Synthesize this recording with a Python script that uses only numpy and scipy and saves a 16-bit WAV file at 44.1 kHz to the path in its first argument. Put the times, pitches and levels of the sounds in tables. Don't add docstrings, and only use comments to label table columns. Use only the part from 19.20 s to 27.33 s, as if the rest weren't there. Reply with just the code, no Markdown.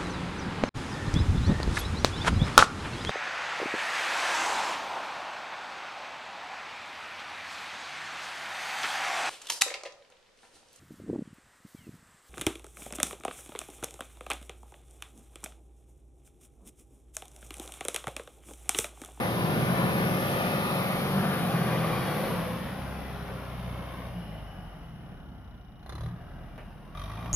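import sys
import numpy as np
from scipy import signal
from scipy.fft import rfft, irfft, next_fast_len
from scipy.io import wavfile
from scipy.ndimage import uniform_filter1d, map_coordinates

SR = 44100
rng = np.random.default_rng(int(sys.argv[2]) if len(sys.argv) > 2 else 0)


def store_pcm(level_fs):
    pcm = np.round(np.clip(level_fs, -1, 1) * 32767).astype(np.int16)
    wavfile.write(sys.argv[1], SR, np.atleast_2d(pcm).T)


N = 358533

# (time [s], speed aimed at [firings/s], settling time [s], load [0-1], time for the fuel to follow [s])
THROTTLE_MOVES = [(0, 91.3, .3, .14, .01), (3.11, 61.3, .28, .37, 1.3), (4.87, 3, 1.87, .1, .09),
                  (6.581, 53.8, .458, .33, .11), (6.86, 40.67, .1, .14, .08), (7.724, 70.2, .38, .17, .036)]
# (time [s], speed gained [firings/s])
MUD_DRAG = [(.45, -.2), (1.15, -1.1), (1.8, 1.2), (2.52, 0), (2.87, 1.1), (3.15, 0)]
GOVERNOR_GAIN = 0.029
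CATCH_S = 6.725
# (time [s], distance [m],
# nearness [1 = beside the open engine bay, 0 = facing the bonnet], lag of the right ear [samples])
PATH = [(0, 2.64, 0.8, 9), (1.2, 2.19, 0.83, 10.5), (2.2, 3.04, 0.87, 4), (3, 3.12, 0.82, 0),
        (3.8, 3.8, 0.69, -1.5), (5, 5.74, 0.65, -2), (6, 3.86, 0.4, -4), (8.13, 4.97, 0.4, -0.5)]
MID_SPEED = 60
# (level at 1 m and MID_SPEED [dB], rise per doubling of speed [dB], added at full fuel [dB])
BOOM_LAW = (-30.5, 8.26, -2)
CLATTER_LAW = (-32, 12.54, 4)
KNOCK_LAW = (-51, 16.25, 20.9)

# (multiple of the firing rate, level [dB])
EXHAUST_ORDERS = [(1, 1.5), (1.5, -8), (2, -1), (3, -4), (4, -6), (5, -12)]
# (frequency [Hz], gain [dB])
PIPE_RESPONSE = [(33, -11), (41, -1.5), (62, 0), (82, -3.5), (118, 1.5), (145, -1), (168, 1.5), (215, -11),
                 (300, -33)]
# (time [s], level [dB])
EXHAUST_LEVEL = [(0, -43), (1.4, -66), (3.3, -45), (4.4, -42), (5.3, -45.5), (6.3, -48), (6.7, -55),
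                 (6.85, -46.5), (7.7, -54), (8.13, -40.5)]
EXHAUST_FUEL_DB = 14
# (time [s], rate [beats/s], level [dB])
THROB_COURSE = [(0, 39, -39), (.4, 42.8, -33), (.9, 45, -37), (1.4, 51.4, -37.5), (1.6, 45.3, -36.5),
                (2.08, 49, -32.5), (2.2, 44.3, -31), (2.36, 44, -30), (2.72, 40.3, -31), (2.85, 47.6, -37),
                (3.5, 61.7, -40), (4.3, 68, -74)]

# (multiple of the four-stroke cycle, level [dB])
DRONE_ORDERS = [(7, -4), (8, -4), (12, -6), (15, -6), (20, -9), (24, -4)]
DRONE_REST_DB = -13.5
# (frequency [Hz], density [dB per Hz])
HOOD_SPECTRUM = [(25, -34), (50, -20.5), (90, -9.5), (130, -2.5), (175, -1), (225, -6), (290, -15.5),
                 (450, -22), (900, -78)]
# (time [s], gain [dB])
BOOM_SWELL = [(0, 0), (.55, 1.5), (1.5, -4.5), (2.1, -1), (7.6, -1.5), (7.8, -3)]
# (time [s], level [dB])
OVERRUN_BOOMS = [(3.17, -31), (4.99, -36.5), (6.925, -37.5)]
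OVERRUN_HZ, OVERRUN_WIDTH_S = 177, 0.044

# (frequency [Hz], density [dB per Hz])
CLATTER_NEAR = [(120, -50), (260, -10), (380, -7.5), (590, -3.5), (800, -5.5), (930, -9), (1200, -8.5),
                (1600, -10), (2400, -12.5), (3300, -21.5), (5000, -72)]
CLATTER_FAR = [(120, -4), (280, 9), (450, -8), (700, 8), (900, -2), (1100, 0), (1450, -0.5), (2000, -15),
               (2600, -42), (3300, -27), (5000, -65)]
# (frequency [Hz], density [dB per Hz])
SIZZLE_NEAR = [(700, -1.5), (2000, -2), (3400, 4), (4400, 0.5), (5200, -2.5), (6500, -8), (9800, -3.5),
               (12000, -3), (15500, -14.5)]
SIZZLE_FAR = [(400, -5), (1000, 32.5), (2000, -6), (3100, 16), (4100, -4), (5500, 7), (7000, 3),
              (10500, -12), (13000, -45)]
# (frequency [Hz], width [Hz], level [dB])
CASTING_MODES = [(1170, 80, 11), (1380, 110, 3), (1950, 130, 2.5), (10450, 900, -11.5)]
# (frequency [Hz], width [Hz], level [dB])
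CHAMBER_MODES = [(3600, 260, -1.5), (4060, 200, 0), (4700, 300, -10), (5250, 250, -13), (6280, 260, -8)]
# (speed [firings/s], pitch ratio, gain [dB])
CHAMBER_PITCH = [(33, 1.01, 2.5), (44, .915, .5)]
# (frequency [Hz], density [dB per Hz])
THUD_SPECTRUM = [(150, -20), (330, 5.5), (520, 0), (1350, -3), (2000, -11), (4000, -46)]
THUD_DB, THUD_BELOW_SPEED = -47.5, 50.5

# (frequency [Hz], width [Hz], level [dB])
BLOCK_MODES = [(1180, 90, 0), (1940, 130, -11), (2450, 80, -8), (3400, 300, -14)]
# (time [s], pitch ratio, level [dB])
BLOCK_COURSE = [(0, 1, -56), (1.5, 1.05, -37.5), (2, 1, -47.5), (2.65, 0.98, -38.5), (3.9, 0.85, -59.5),
                (4.85, 0.91, -47), (4.951, 0.91, -77), (7.73, 0.91, -77), (7.75, 0.98, -49.5)]
# (frequency [Hz], width [Hz], level [dB])
HUM_MODES = [(540, 60, 0)]
# (time [s], pitch ratio, level [dB])
HUM_COURSE = [(1.8, 0.98, -48), (3.151, 0.93, -38.5), (3.7, 1, -53.5), (4.85, 1, -52), (5, 1, -80)]
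# (time [s], pitch ratio, level [dB])
RASP_COURSE = [(2.9, 0.9, -62), (3.6, 0.837, -59), (4.85, 0.86, -63), (5, 0.92, -74)]
# (frequency [Hz], width [Hz], level [dB])
WHIRR_MODES = [(725, 60, 1), (835, 45, -1), (2940, 130, 0), (5300, 260, -13), (10150, 200, -19)]
# (time [s], pitch ratio, level [dB])
WHIRR_COURSE = [(4.85, 0.93, -61), (5, 1, -52), (6.2, 1, -66), (8.13, 0.95, -63)]
CRANK_DB = -14.5

# (multiple of the firing rate, level [dB])
WHINE_ORDERS = [(4.27, 7.5), (6.5, 4.5), (13, -.5), (19.5, -1), (23.1, -7)]
SHROUD_HZ, SHROUD_WIDTH_HZ, SHROUD_DB = 405.7, 6, 15
SQUEAK_HZ, SQUEAK_DB, SQUEAK_FROM_S, SQUEAK_TO_S = 8800, -70.5, 6.95, 7.72
# (time [s], level [dB], time to fall by 60 dB [s])
CLANKS = [(4.08, -40, 0.074), (4.802, -48, .05), (7.379, -44, 0.3), (8.059, -37, .05)]
# (frequency [Hz], density [dB per Hz])
STEEL_SPECTRUM = [(200, -5), (600, 14), (1400, 5), (2700, 1.5), (4000, -18), (15000, -28)]
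# (frequency [Hz], density [dB per Hz])
HUSH_SPECTRUM = [(30, 28), (200, 7), (1000, -18), (4000, -39), (9000, -38), (15000, -26)]
# (frequency [Hz], likeness [0-1])
STEREO_LIKENESS = [(60, 0.7), (150, 0.88), (400, 0.77), (950, 0.8), (2400, 0.58), (6000, 0.09),
                   (15000, 0.1)]
# (frequency [Hz], gain [dB])
MICROPHONE_PORTS = [(20, -28), (40, 0.5), (5500, -0.5), (6800, -4.5), (7850, -17), (8700, -6.5),
                    (9700, 4.5)]
TOP_HZ = 15550


def amp(db):
    return 10 ** (np.asarray(db) / 20)


def unit(x):
    return x / np.sqrt(np.mean(x ** 2) + 1e-20)


def noise():
    return rng.standard_normal((2, N))


def along(points, hz):
    f, v = np.transpose(points)
    return np.interp(np.log(hz + 1), np.log(f + 1), v)


def curves(rows):
    s, *columns = np.transpose(rows)
    return [np.interp(np.arange(N) / SR, s, column) for column in columns]


def wobble(rate):
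    coarse_n = np.arange(0, N, 100)
    coarse = map_coordinates(rng.standard_normal(400), [coarse_n * rate / SR], mode="wrap")
    return np.interp(np.arange(N), coarse_n, coarse)


def filtered(x, response):
    size = next_fast_len(N + 8192, True)
    hz = np.fft.rfftfreq(size, 1 / SR)
    return irfft(rfft(x, size) * response(hz), size)[..., :N]


def spread(pair, response):
    def gains(hz):
        turn = np.arccos(np.clip(along(STEREO_LIKENESS, hz), -1, 1)) / 2
        return response(hz) * np.array([np.cos(turn), np.sin(turn)])
    mid, side = filtered(pair, gains)
    return unit(np.array([mid + side, mid - side]))


def coloured(pair, spectrum):
    return spread(pair, lambda hz: amp(along(spectrum, hz)))


def blend(a, b, share):
    share = np.clip(share, 0, 1)
    return np.sqrt(1 - share) * a + np.sqrt(share) * b


def facing(pair, near, near_spectrum, far_spectrum):
    near = np.clip(near, 0, 1)
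    return near * coloured(pair, near_spectrum) + (1 - near) * coloured(pair, far_spectrum)


def patchy(x, depth_db):
    bands = signal.stft(x, nperseg=2048)[2]
    field = rng.standard_normal(bands.shape[1:])
    for _ in range(2):
        field = uniform_filter1d(field, size=4, axis=0)
        field = uniform_filter1d(field, size=7, axis=1)
    flickering = signal.istft(bands * amp(depth_db * unit(field)), nperseg=2048)[1]
    return unit(flickering[:, :N])


def tones(turns, orders, waver_db, rate, gain=lambda multiple: 1):
    total = 0
    for multiple, db in orders:
        strength = amp(db + waver_db * wobble(rate)) * gain(multiple)
        total = total + strength * np.sin(2 * np.pi * (multiple * turns + rng.random()))
    return total


def impacts(firings, speed, jitter_s, scatter_db, count):
    angle = 4 * (np.arange(count) + rng.random(count)) / count
    cycles = np.arange(np.floor(firings[0] / 4), firings[-1] / 4)
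    when = np.interp(4 * cycles[:, None] + angle, firings, np.arange(N), left=-SR, right=-SR)
    when = np.round(when + jitter_s * SR * rng.standard_normal(when.shape)).astype(int)
    sign = rng.choice([-1, 1], (2, 1, count))
    size = sign * amp(scatter_db * rng.standard_normal((2, *when.shape)))
    heard = (when >= 0) & (when < N)
    strikes = np.array([np.bincount(when[heard], s[heard], N) for s in size])
    return unit(strikes / np.sqrt(speed))


def bursts(firings, speed, lead_s, decay_s, scatter_db):
    stroke = firings + lead_s * speed
    index = np.floor(stroke - np.floor(stroke[0])).astype(int)
    size = amp(scatter_db * rng.standard_normal(1000))[index]
    power = decay_s * speed / 2 * (1 - np.exp(-2 / (decay_s * speed)))
    since_firing_s = (stroke % 1) / speed
    return unit(size * np.exp(-since_firing_s / decay_s) / np.sqrt(power))


def ringing(modes, hz):
    total = 0
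    for k, (center, width, db) in enumerate(modes):
        damping = 1j * hz * width
        total = total + (-1) ** k * amp(db) * damping / (center * center - hz * hz + damping)
    return total


def rung(drive, modes, ratio):
    turns = np.cumsum(ratio) / SR
    total = 0
    for hz, width, db in modes:
        carrier = np.exp(2j * np.pi * hz * turns)
        pole = np.exp(-2 * np.pi * width * .75 / SR)
        swing = signal.lfilter([1], np.poly([pole, pole]), drive / carrier)
        total = total + amp(db) * unit((swing * carrier).real)
    return spread(total, np.ones_like)


def drifting(drive, modes, course):
    ratio, level_db = curves(course)
    return amp(level_db) * rung(drive, modes, ratio)


def governor():
    t = np.arange(N) / SR
    _, first_speed, _, first_load, _ = THROTTLE_MOVES[0]
    speed, bite = np.full(N, float(first_speed)), np.full(N, float(first_load))
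    for s, aim, settle_s, load, fuel_s in THROTTLE_MOVES:
        since = np.maximum(t - s, 0)
        settling = aim + (np.interp(s, t, speed) - aim) * np.exp(-since / settle_s)
        speed = np.where(t < s, speed, settling)
        demand = np.clip(load + GOVERNOR_GAIN * np.maximum(aim - speed, 0), 0, 1)
        bite = bite + (demand - bite) * np.clip(since / fuel_s, 0, 1)
    return speed + curves(MUD_DRAG)[0], bite


def injected(bite, firings, speed, lead_s):
    stroke = np.floor(firings + lead_s * speed)
    return bite[np.searchsorted(stroke, stroke)]


def loudness(law, speed, bite, distance):
    base_db, doubling_db, fuel_db = law
    engine_db = base_db + doubling_db * np.log2(speed / MID_SPEED) + fuel_db * bite ** 2
    return engine_db - 20 * np.log10(distance)


def exhaust(firings, speed, exhaust_db):
    pipe = lambda k: amp(along(PIPE_RESPONSE, k * speed))
    return amp(exhaust_db) * tones(firings, EXHAUST_ORDERS, waver_db=3.0, rate=6.4, gain=pipe)


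def throb():
    rate, level_db = curves(THROB_COURSE)
    orders = [(1, -9.0), (2, -8), (3, 1.0), (4, 2.0), (5, -3)]  # (multiple of the beat, dB)
    turns = np.cumsum(rate) / SR + .018 * wobble(40)
    uneven_db = 2.9 * wobble(45)
    panels = lambda k: amp(along(HOOD_SPECTRUM, k * rate))
    return amp(level_db + uneven_db) * tones(turns, orders, waver_db=2, rate=6, gain=panels)


def hood(firings, speed, boom_db):
    thumps = impacts(firings, speed, jitter_s=0.00031, scatter_db=3.0, count=16)
    puffs = bursts(firings, speed, lead_s=0.0011, decay_s=0.02, scatter_db=1.5) * noise()
    boom = coloured(blend(thumps, puffs, 0.65), HOOD_SPECTRUM)
    strong = dict(DRONE_ORDERS)
    orders = [(k, strong.get(k, DRONE_REST_DB)) for k in range(5, 28)]
    drone = unit(tones(firings / 4, orders, waver_db=2.5, rate=3.5))
    racing = np.clip((speed - 80) / 10, 0, 1)
    return amp(boom_db) * (amp(1.0) * boom + amp(-1.8) * racing * drone)


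def overrun():
    t = np.arange(N) / SR
    swell = sum(amp(db) * np.exp(-((t - s) / OVERRUN_WIDTH_S) ** 2) for s, db in OVERRUN_BOOMS)
    return swell * np.sin(2 * np.pi * (OVERRUN_HZ * t + rng.random()))


def clatter(firings, speed, near, bite, clatter_db):
    taps = impacts(firings, speed, jitter_s=.00006, scatter_db=2, count=56)
    pulsing = bursts(firings, speed, lead_s=.002, decay_s=.009, scatter_db=1.5)
    pulse_depth = .1 + .55 * bite
    roar = noise() * np.sqrt(1 + pulse_depth * (pulsing ** 2 - 1))
    drive = patchy(blend(taps, roar, 0.55 + 0.36 * bite), depth_db=1.9)
    left_lean = amp(near * np.array([[2.1], [-2.1]]))
    rattle = facing(drive, near, CLATTER_NEAR, CLATTER_FAR) * left_lean
    return amp(clatter_db + 0.37 * wobble(14)) * rattle


def knock(firings, speed, near, bite, knock_db):
    blows = noise() * bursts(firings, speed, lead_s=.002, decay_s=.008, scatter_db=1.5)
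    cracks = spread(blows, lambda hz: ringing(CASTING_MODES, hz))
    speeds, ratios, hard_db = np.transpose(CHAMBER_PITCH)
    ping = rung(blows, CHAMBER_MODES, np.interp(speed, speeds, ratios))
    hard = amp(np.interp(speed, speeds, hard_db))
    sizzle = facing(patchy(noise(), depth_db=2), near, SIZZLE_NEAR, SIZZLE_FAR)
    hard_knocks = hard * (amp(3.0) * cracks + amp(2.0) * ping)
    return amp(knock_db) * blend(amp(9.5) * sizzle, hard_knocks, bite)


def thuds(firings, speed, bite):
    blows = noise() * bursts(firings, speed, lead_s=.002, decay_s=.011, scatter_db=1)
    labouring = bite * np.clip((THUD_BELOW_SPEED - speed) / 10, 0, 1)
    return amp(THUD_DB) * labouring ** 2 * coloured(blows, THUD_SPECTRUM)


def resonances(firings, speed):
    strokes = noise() * bursts(firings, speed, lead_s=.002, decay_s=.013, scatter_db=1)
    taps = impacts(firings, speed, jitter_s=.0003, scatter_db=2, count=24)
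    tappets = blend(taps, noise(), .6)
    block = drifting(strokes, BLOCK_MODES, BLOCK_COURSE)
    hum = drifting(strokes, HUM_MODES, HUM_COURSE)
    rasp = drifting(strokes, CHAMBER_MODES, RASP_COURSE)
    whirr = drifting(tappets, WHIRR_MODES, WHIRR_COURSE)
    return block + hum + rasp + whirr


def crank(firings, speed, clatter_db):
    orders = [(k, CRANK_DB) for k in range(14, 35)]
    castings = lambda k: amp(along(CLATTER_NEAR, k * speed / 2))
    comb = tones(firings / 2, orders, waver_db=2.5, rate=4, gain=castings)
    return amp(clatter_db) * np.clip((speed - 45) / 10, 0, 1) * comb


def whine(firings, speed, lag, clatter_db):
    leftward = np.clip(lag / 11, 0, 1)
    turns = firings + 0.0021 * wobble(14)
    strength = np.clip((speed - 48) / 14, 0, 1) * (0.31 + 0.43 * leftward)
    shroud = lambda k: amp(SHROUD_DB * np.exp(-((k * speed - SHROUD_HZ) / SHROUD_WIDTH_HZ) ** 2))
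    song = tones(turns, WHINE_ORDERS, waver_db=-1.0, rate=2.7, gain=shroud)
    return amp(clatter_db - 13.5) * strength * song


def squeak(firings):
    t = np.arange(N) / SR
    rub = np.abs(np.sin(np.pi * firings / 2)) * (t > SQUEAK_FROM_S) * (t < SQUEAK_TO_S)
    turns = np.cumsum(SQUEAK_HZ + 50 * wobble(90)) / SR
    return amp(SQUEAK_DB) * rub * np.sin(2 * np.pi * turns)


def clanks():
    t = np.arange(N) / SR
    envelope = sum(amp(db - 60 * np.abs(t - s) / t60) * (t >= s) for s, db, t60 in CLANKS)
    return envelope * coloured(noise(), STEEL_SPECTRUM)


def hush():
    return amp(-49.0) * coloured(noise(), HUSH_SPECTRUM)


def placed(pair, lag):
    left, right = pair
    n = np.arange(N)
    return np.array([map_coordinates(left, [n + lag / 2]), map_coordinates(right, [n - lag / 2])])


def scene():
    speed, bite = governor()
    firings = np.cumsum(speed) / SR
    firings = firings - firings[round(CATCH_S * SR)]
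    bite = injected(bite, firings, speed, lead_s=.002)
    smooth_bite = uniform_filter1d(bite, size=220)
    distance, near, lag = curves(PATH)

    exhaust_db = curves(EXHAUST_LEVEL)[0] + EXHAUST_FUEL_DB * smooth_bite ** 2
    boom_db = loudness(BOOM_LAW, speed, smooth_bite, distance) + curves(BOOM_SWELL)[0]
    clatter_db = loudness(CLATTER_LAW, speed, bite, distance)
    knock_db = loudness(KNOCK_LAW, speed, bite, distance)

    lows = exhaust(firings, speed, exhaust_db) + throb() + hood(firings, speed, boom_db) + overrun()
    highs = clatter(firings, speed, near, bite, clatter_db) + knock(firings, speed, near, bite, knock_db)
    blows = thuds(firings, speed, bite)
    singing = resonances(firings, speed) + crank(firings, speed, clatter_db) + squeak(firings)
    tractor = placed(lows + highs + blows + singing, lag)
    return tractor + whine(firings, speed, lag, clatter_db) + clanks() + hush()


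def record(dry):
    return filtered(dry, lambda hz: amp(along(MICROPHONE_PORTS, hz)) * (hz < TOP_HZ))


dry = scene()
out = record(dry)
store_pcm(out)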